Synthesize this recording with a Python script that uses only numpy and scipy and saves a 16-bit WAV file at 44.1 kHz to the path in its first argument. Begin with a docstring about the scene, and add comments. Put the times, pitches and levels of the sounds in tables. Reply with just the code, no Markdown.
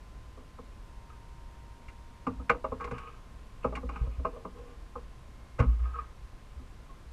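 """Shoes and a landing net knock on the foredeck of a fibreglass boat as an angler shifts about on a calm lake.
Each knock sums damped deck modes, a noisy crack and a click; heavy steps boom as swelling, decaying hull tones.
Scuffs and drags are uneven noise passed through deck resonances, and a slipping sole squeaks.
Under them lie shaped noise for air, resonant noise for ripples at the hull, and the faint sine tones
of an electric trolling motor's whine and thrum."""
import sys
import numpy as np
from scipy import signal
from scipy.fft import rfft, irfft
from scipy.io import wavfile
from scipy.ndimage import uniform_filter1d

SR = 44100
rng = np.random.default_rng(int(sys.argv[2]) if len(sys.argv) > 2 else 0)


def bounce(signal):
    """Save signal as a 16-bit WAV file at the path given by the first command-line argument."""
    frames = np.transpose(np.atleast_2d(signal))
    limited = np.clip(frames, -1, 1)
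    pcm = np.round(limited * 32767).astype(np.int16)
    wavfile.write(sys.argv[1], SR, pcm)


N = 314388
TIME = np.arange(N) / SR
RING = TIME[:SR]  # the first second, for single events


def undb(db):
    """Logarithmic level: decibels to amplitude gain."""
    return 10 ** (np.asarray(db) / 20)


def unit(x):
    """Normalisation: scale to rms 1."""
    return x / np.sqrt(np.mean(x ** 2))


def burst(x, db, size=882):
    """Short-time level: the loudest stretch of `size` samples gets this rms."""
    return x * undb(db) / np.sqrt(uniform_filter1d(x ** 2, size, mode="constant").max())


def add(out, s, x):
    """Superposition: mix x in from time s."""
    i = int(s * SR)
    out[i:i + len(x)] += x[:N - i]


def walk(rate):
    """Slow random fluctuation: `rate` random values a second, smoothed, with spread near 1."""
    k = int(SR / rate)
    held = np.repeat(rng.standard_normal(N // k + 1), k)
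    return unit(uniform_filter1d(held, k)[:N])


def colour(x, points):
    """Spectral shaping: weight x by a curve of (pitch_hz, level_db) points."""
    hz, db = np.transpose(points)
    f = np.arange(len(x) // 2 + 1) * SR / len(x)
    gain = undb(np.interp(np.log(f + 1), np.log(hz), db))
    return irfft(rfft(x) * gain, len(x))


def resonate(x, modes):
    """Parallel resonance: sum x through peaks of (pitch_hz, width_hz, level_db)."""
    return sum(undb(db) * signal.lfilter(*signal.iirpeak(hz, hz / width, SR), x)
               for hz, width, db in modes)


def stroke(start, length, attack, t60):
    """Amplitude envelope: swell, hold until the length is up, then exponential decay."""
    t = TIME - start
    rise = np.sin(np.pi / 2 * np.clip(t / attack, 0, 1)) ** 2
    return rise * undb(-60 * np.clip((t - length) / t60, 0, 3))


# spectrum of air and water noise: pitch_hz, relative level_db per Hz
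AIR_SPECTRUM = [(21, -11), (36, 1), (64, -4), (81, -16.5), (109, -11.5), (211, -23.5), (251, -25),
                (866, -30), (934, -29.5), (1060, -31.5), (1140, -29.5), (10000, -49), (15000, -60)]
# hull resonances stirred by ripples: pitch_hz, width_hz, relative level_db
HULL_RESONANCES = [(20, 2.6, 18), (58, 6.9, 21), (120, 55, 0), (221, 43, -2.5), (444, 36, -27),
                   (1070, 61, -53)]


def lake(air_db=-49, lap_db=-56.5):
    """Broadband noise and forced resonance: air rumbles under a smooth hiss, ripples make the hull murmur."""
    air = unit(colour(rng.standard_normal(N), AIR_SPECTRUM))
    ripples = colour(rng.standard_normal(N), [(1200, 47), (3000, -13.0)])
    swell = undb(1.2 * walk(12))
    murmur = swell * unit(resonate(ripples, HULL_RESONANCES))
    return undb(air_db) * air + undb(lap_db) * murmur


# nominal pitches of the motor's whine: pitch_hz
WHINE_HZ = [932, 1032.5, 1072, 2143]
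# one swell of each whine tone, in the same order: start_s, length_s, rms level_db before the slow sag
WHINE_SWELLS = [(0.64, 1.8, -64.5), (-1, 7.7, -68.5), (3.0, 3.3, -70.5), (5, 0.82, -75)]
WHINE_ATTACK_S, WHINE_T60_S = 0.43, 4.9
WHINE_REST_DB = -14.5  # level of each tone outside its swell, against its top
WHINE_SAG_DB_PER_S, WHINE_LEVEL_S = 0.6, 3  # the whine sinks slowly; its levels hold at this moment
# harmonics of the propeller thrum: multiple of the shaft rate, rms level_db
THRUM = [(1, -56), (3, -59), (4, -67.5), (5, -67.5), (6, -71.5)]
SHAFT_HZ = 19.8


def motor(drift=0.00059, shaft_drift=0.012):
    """Additive synthesis: thin whine tones drift with the load; shaft harmonics thrum through the hull."""
    turn = 2 * np.pi * np.cumsum(1 + drift * walk(3.7)) / SR
    whine = np.zeros(N)
    for hz, (s, length, db) in zip(WHINE_HZ, WHINE_SWELLS):
        swell = np.maximum(stroke(s, length, WHINE_ATTACK_S, WHINE_T60_S), undb(WHINE_REST_DB))
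        whine += undb(db) * swell * np.sin(hz * turn)
    sag = undb(WHINE_SAG_DB_PER_S * (WHINE_LEVEL_S - TIME))
    shaft = 2 * np.pi * SHAFT_HZ * np.cumsum(1 + shaft_drift * walk(4.1)) / SR
    thrum = sum(undb(db) * np.sin(k * shaft + rng.uniform(0, 2 * np.pi)) for k, db in THRUM)
    return np.sqrt(2) * (whine * sag + thrum)  # root two: levels are rms


# shoes dragged dully over the deck: start_s, length_s, level_db
DRAGS = [(3.696, .13, -60), (3.908, 0.17, -54.5), (4.315, 0.022, -46.5), (4.539, 0.17, -53)]
DRAG_ATTACK_S, DRAG_T60_S = 0.023, 0.37
# modes of the deck, also rung by the knocks: pitch_hz, relative level_db
DECK_MODES = [(186, -9), (238, -7.5), (262, -3), (305, -15), (425, -7.5), (468, -1), (486, 2), (535, -6.5),
              (640, -9), (770, -12), (818, 0), (960, -2), (1060, 5.5), (1115, 5), (1178, 5), (1262, 4),
              (1458, -2.5), (1570, -5), (1650, -18), (2060, -7), (2150, -12), (2260, -9), (2420, -5),
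              (2590, -11), (2780, -7.5), (3030, -21.5)]


def drag(width_share=0.0096, uneven_db=3):
    """Friction-driven resonance: a soft sole stutters along and stirs mainly the lower deck modes."""
    noise = colour(rng.standard_normal(N), [(500, 5.0), (1200, -14.5), (2000, -18.0)])
    stutter = noise * undb(uneven_db * walk(50))
    sound = unit(resonate(stutter, [(hz, width_share * hz, db) for hz, db in DECK_MODES]))
    return sound * sum(undb(db) * stroke(s, length, DRAG_ATTACK_S, DRAG_T60_S)
                       for s, length, db in DRAGS)


# scuffs of sole or handle: start_s, length_s, rub level_db, gritty edge level_db before grit_db
SCUFFS = [(1.095, 0.028, -59, -73), (2.794, 0.042, -44, -71), (2.929, 0.17, -47.5, -58.5),
          (3.126, 0.05, -61, -67), (3.626, 0.0092, -52, -53), (3.906, .11, -52.5, -61),
          (4.097, 0.064, -67, -65), (5.582, 0.038, -39.5, -59), (5.688, 0.057, -61, -70),
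          (5.789, .14, -54.5, -73), (5.93, .1, -48, -73)]
SCUFF_ATTACK_S, SCUFF_T60_S = 0.0086, 0.18
# resonances of the rubbed deck: pitch_hz, width_hz, relative level_db
RUB_RESONANCES = [(471, 13, -1.5), (1110, 8.5, 10.5), (1245, 35, 9.5), (1563, 54, -1)]
# resonances of the gritty edge: pitch_hz, width_hz, relative level_db
GRIT_RESONANCES = [(2220, 240, 14), (2470, 57, 10), (2760, 67, -19)]
# sharp slips of a sole: start_s, peak level_db, pitch_hz, length_s (the peak comes halfway)
SQUEAKS = [(5.94, -37.5, 1245, 0.017), (5.987, -30, 1245, 0.01), (6.891, -51, 1070, 0.029)]


def scuffs(grit_db=-1, slips_per_s=2500, uneven_db=2.0, squeak_jitter=0.032):
    """Stick-slip friction: dense catches ring the deck; now and then a sole slips with a short squeak."""
    caught = rng.random(N) < slips_per_s / SR
    catches = caught * rng.standard_normal(N) * undb(uneven_db * walk(44))
    rub = colour(catches, [(200, 8), (450, 8), (1700, -3.5), (2400, -2.5), (8000, -32)])
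    rub = unit(resonate(rub, RUB_RESONANCES))
    grit = colour(catches, [(1200, 0), (2000, -20), (3000, -8.5), (3800, -86)])
    grit = unit(resonate(grit, GRIT_RESONANCES))
    out = np.zeros(N)
    for s, length, rubbing, gritty in SCUFFS:
        mix = undb(rubbing) * rub + undb(gritty + grit_db) * grit
        out += stroke(s, length, SCUFF_ATTACK_S, SCUFF_T60_S) * mix
    t = RING[:SR // 5]
    for s, db, hz, length in SQUEAKS:
        grip = 2 * t / length * np.exp(1 - 2 * t / length)
        slip = 2 * np.pi * hz * np.cumsum(1 + squeak_jitter * walk(263)[:len(t)]) / SR
        add(out, s, undb(db) * grip * (np.sin(slip) + 0.044 * np.sin(2 * slip)))
    return out


# footfalls and shifts of weight: start_s, peak level_db, loaded hull pitch_hz, swell_s, t60_s
STEPS = [(2.275, -37.5, 94.7, 0.0057, 0.55), (2.37, -33.5, 60, 0.028, 0.23),
         (2.509, -34.5, 58, 0.015, 0.44), (2.719, -38.5, 87, 0.008, 0.24), (2.83, -38.5, 58, 0.026, .3),
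         (2.912, -36.5, 61.2, 0.018, 0.28), (3.652, -33, 58.4, 0.019, 0.94),
         (3.833, -28.5, 58, 0.028, 0.65), (4.007, -20.5, 53.5, 0.013, 0.24),
         (4.072, -24.5, 54.3, 0.0093, 0.28), (4.181, -26.5, 64.6, 0.0073, 0.29),
         (4.955, -40.5, 60, 0.024, 0.96), (5.598, -14, 63.4, 0.0097, 0.08), (5.651, -16, 57.2, 0.04, 0.42),
         (5.777, -24.5, 60.76, 0.049, 0.72), (6.552, -33, 61.5, 0.031, 0.11),
         (7.05, -39.5, 59, 0.025, 0.59)]
# heels that land hard enough to wake the hull's second mode: start_s, peak level_db
HEELS = [(2.916, -34.5), (3.65, -36.5), (4.012, -33), (5.595, -19.5)]
HEEL_HZ, HEEL_SWELL_S, HEEL_T60_S = 121, 0.007, 0.23


def steps():
    """Damped oscillation: weight comes onto the deck, the hull swings up and rings down."""
    out = np.zeros(N)
    heels = [(s, db, HEEL_HZ, HEEL_SWELL_S, HEEL_T60_S) for s, db in HEELS]
    for s, db, hz, swell, t60 in STEPS + heels:
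        rise = np.sin(np.pi / 2 * np.minimum(RING / swell, 1)) ** 2
        fall = undb(-60 * np.maximum(RING - swell, 0) / t60)
        add(out, s, undb(db) * rise * fall * np.sin(2 * np.pi * hz * RING))
    return out


def contact(ms, chatter=0.94):
    """Impact force: one blow, then a brief chatter as the two surfaces settle."""
    t = RING[:SR // 12] / (ms / 1000)
    grains = rng.standard_normal(len(t)) * t * np.exp(-2 * t)
    force = chatter * grains / np.sqrt(np.sum(grains ** 2))
    force[0] += 1
    return force


# shoes and gear knocking on the deck, before the trims in knocks(): start_s, shell level_db,
# then against the shell: wide panel level_db, small panel level_db, hard edge level_db
KNOCKS = [(0.374, -49.5, -7, -3, -32.5), (0.587, -41, -9.5, -4.5, -40), (2.269, -23, -6, -14, -30),
          (2.398, -42, -0.5, -9, -37), (2.497, -13, -41, -12, -16.5), (2.546, -36.5, -11, -1, -29),
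          (2.643, -24, -19, -7, -31.5), (2.719, -28.5, -11.5, -4, -41), (2.843, -33.5, -16, -7, -14.5),
          (2.912, -33, -7, -3.5, -19), (3.646, -21.5, -12, -4, -32.5), (3.725, -35.5, -13, -3, -33),
          (3.83, -45.5, 5, 6.5, -36), (4.069, -50, 1.5, 2.5, -38), (4.194, -51.5, 6, 2.5, -20),
          (4.25, -20.5, -24.5, -11, -35), (4.362, -44, -10.5, 0, -38), (4.451, -32.5, -13, -9, -34),
          (4.956, -31, -20, -9, -45), (5.591, -29.5, -2, 2, -18.5), (5.6, -22, -14, -13, -21.5),
          (5.626, -32.5, -1.5, -16, -25), (6.594, -55.5, 6, -18, -38)]
# light clacks of the net handle, before the same trims: start_s, shell level_db, hard edge against it level_db
CLACKS = [(1.885, -49, -6.5), (2.808, -33.5, -20), (2.876, -34.5, -24.5), (2.982, -43, -8),
          (3.754, -36.5, -7.5), (3.77, -30, -24.5), (3.892, -31.5, -23), (3.96, -36, -20),
          (5.641, -36.5, -25)]
CLACK_WIDE_DB, CLACK_SMALL_DB = -15, -24  # the handle is too light to move the low panels much


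def blows():
    """Distribution of impact energy: (start_s, then level_db of shell, wide panel, small panel, hard edge)."""
    heavy = [(s, db, db + wide, db + small, db + hard) for s, db, wide, small, hard in KNOCKS]
    light = [(s, db, db + CLACK_WIDE_DB, db + CLACK_SMALL_DB, db + hard) for s, db, hard in CLACKS]
    return heavy + light


# limits between the modes of wide panel, small panel, shell and hard edge: pitch_hz
REGISTER_HZ = [340, 700, 1800]
# spectrum of the contact click: pitch_hz, relative level_db
CLICK_SPECTRUM = [(1500, -30), (3000, -3), (4000, 0), (5300, 0), (7500, -4), (10500, -14), (13000, -28)]
# the click has this level, before its trim, at this edge level, and grows with it
CLICK_DB, CLICK_PER_DB, CLICK_EDGE_DB = -58.5, 0.5069, -44.5
# spectrum of the crack of a hard edge: pitch_hz, relative level_db
CRACK_SPECTRUM = [(900, -13), (1550, 4.5), (1850, -5), (2150, 4), (3000, -15.5), (4500, -23), (8000, -49)]
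CRACK_DB, CRACK_T60_S = -0.5, 0.1
SETTLE_MS, SETTLE_MS_PER_DB, SETTLE_ABOVE_DB = 5, 0.04, -20  # the strongest blows chatter longer


def knocks(shell_db=-9.5, panel_db=-2, small_db=-3.0, edge_db=-3, click_db=-1.0,
           detune=0.011, place_db=-0.56,  # random spread of each mode's pitch and level
           blur=0.34, blur_t60=0.2, click_t60=0.061,
           lead_ms=2.535,  # the ring starts this long before the click
           hardness=0.88, t60_at_khz=0.082):
    """Modal synthesis: each blow rings the deck; where it lands decides each panel size's share."""
    out = np.zeros(N)
    hz, mode_db = np.transpose(DECK_MODES)
    t60 = t60_at_khz * (1000 / np.minimum(hz, 1400)) ** 0.77  # the laminate damps high modes sooner
    register = np.searchsorted(REGISTER_HZ, hz)
    # neighbouring modes oppose at first, so the ring builds as it crosses the deck
    sign = (-1) ** np.arange(len(hz))[:, None]
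    t = RING[:SR // 3]
    decay = undb(-60 * t / t60[:, None])
    onset = 1 - np.exp(-t * hz[:, None])  # a panel needs about a cycle to get going
    for s, shell, panel, small, edge in blows():
        start = s - lead_ms / 1000
        pitch_chance, level_chance = rng.standard_normal((2, len(hz)))
        pitch = hz * (1 + detune * pitch_chance)
        waves = sign * np.sin(2 * np.pi * pitch[:, None] * t)
        # a hard contact drives the upper modes, a soft one leaves them quiet
        upper_db = hardness * np.clip(edge - shell + 25, -14, 8) * (hz > 1350)
        level = undb(mode_db + upper_db + place_db * level_chance)[:, None]
        modes = level * waves * decay * onset
        force = contact(SETTLE_MS + SETTLE_MS_PER_DB * max(shell - SETTLE_ABOVE_DB, 0))
        levels = [panel + panel_db, small + small_db, shell + shell_db, edge + edge_db]
        for k, db in enumerate(levels):
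            ring = signal.fftconvolve(modes[register == k].sum(0), force)
            add(out, start, burst(ring, db))

        # a hard edge adds a short, dense crack
        crack = colour(rng.standard_normal(len(t)), CRACK_SPECTRUM)
        crack *= (1 - np.exp(-t / 0.002)) * undb(-60 * t / CRACK_T60_S)
        add(out, start, burst(crack, edge + CRACK_DB))

        # noise for the many weak, heavily damped modes between the strong ones
        clutter = colour(rng.standard_normal(len(t)), [(100, 1.5), (450, 0.0), (800, -2.0), (1250, -0.5),
                                                       (1900, -26.0), (2800, -16.5), (3800, -88)])
        clutter *= (1 - np.exp(-t / 0.0022)) * undb(-60 * t / blur_t60)
        add(out, start, blur * burst(clutter, shell + shell_db))

        click = CLICK_DB + CLICK_PER_DB * (edge - CLICK_EDGE_DB)
        tick = colour(rng.standard_normal(len(t)), CLICK_SPECTRUM)
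        tick *= (1 - np.exp(-t / 0.00064)) * undb(-60 * t / click_t60)
        # only the harder contacts click above the hiss
        add(out, s, burst(tick, click + click_db) * np.clip((click + 67) / 6, 0, 1))
    return out


def scene():
    """Free-field superposition: all sources sum at one point on the boat; open water gives no echo."""
    return (lake() + motor() + drag() + scuffs() + steps() + knocks())[None]


TOP_HZ = 14900


def record(dry):
    """Low-pass filtering: a steep elliptic filter cuts the treble above TOP_HZ."""
    return signal.sosfilt(signal.ellip(8, .2, 70, TOP_HZ, fs=SR, output="sos"), dry)


dry = scene()
out = record(dry)
bounce(out)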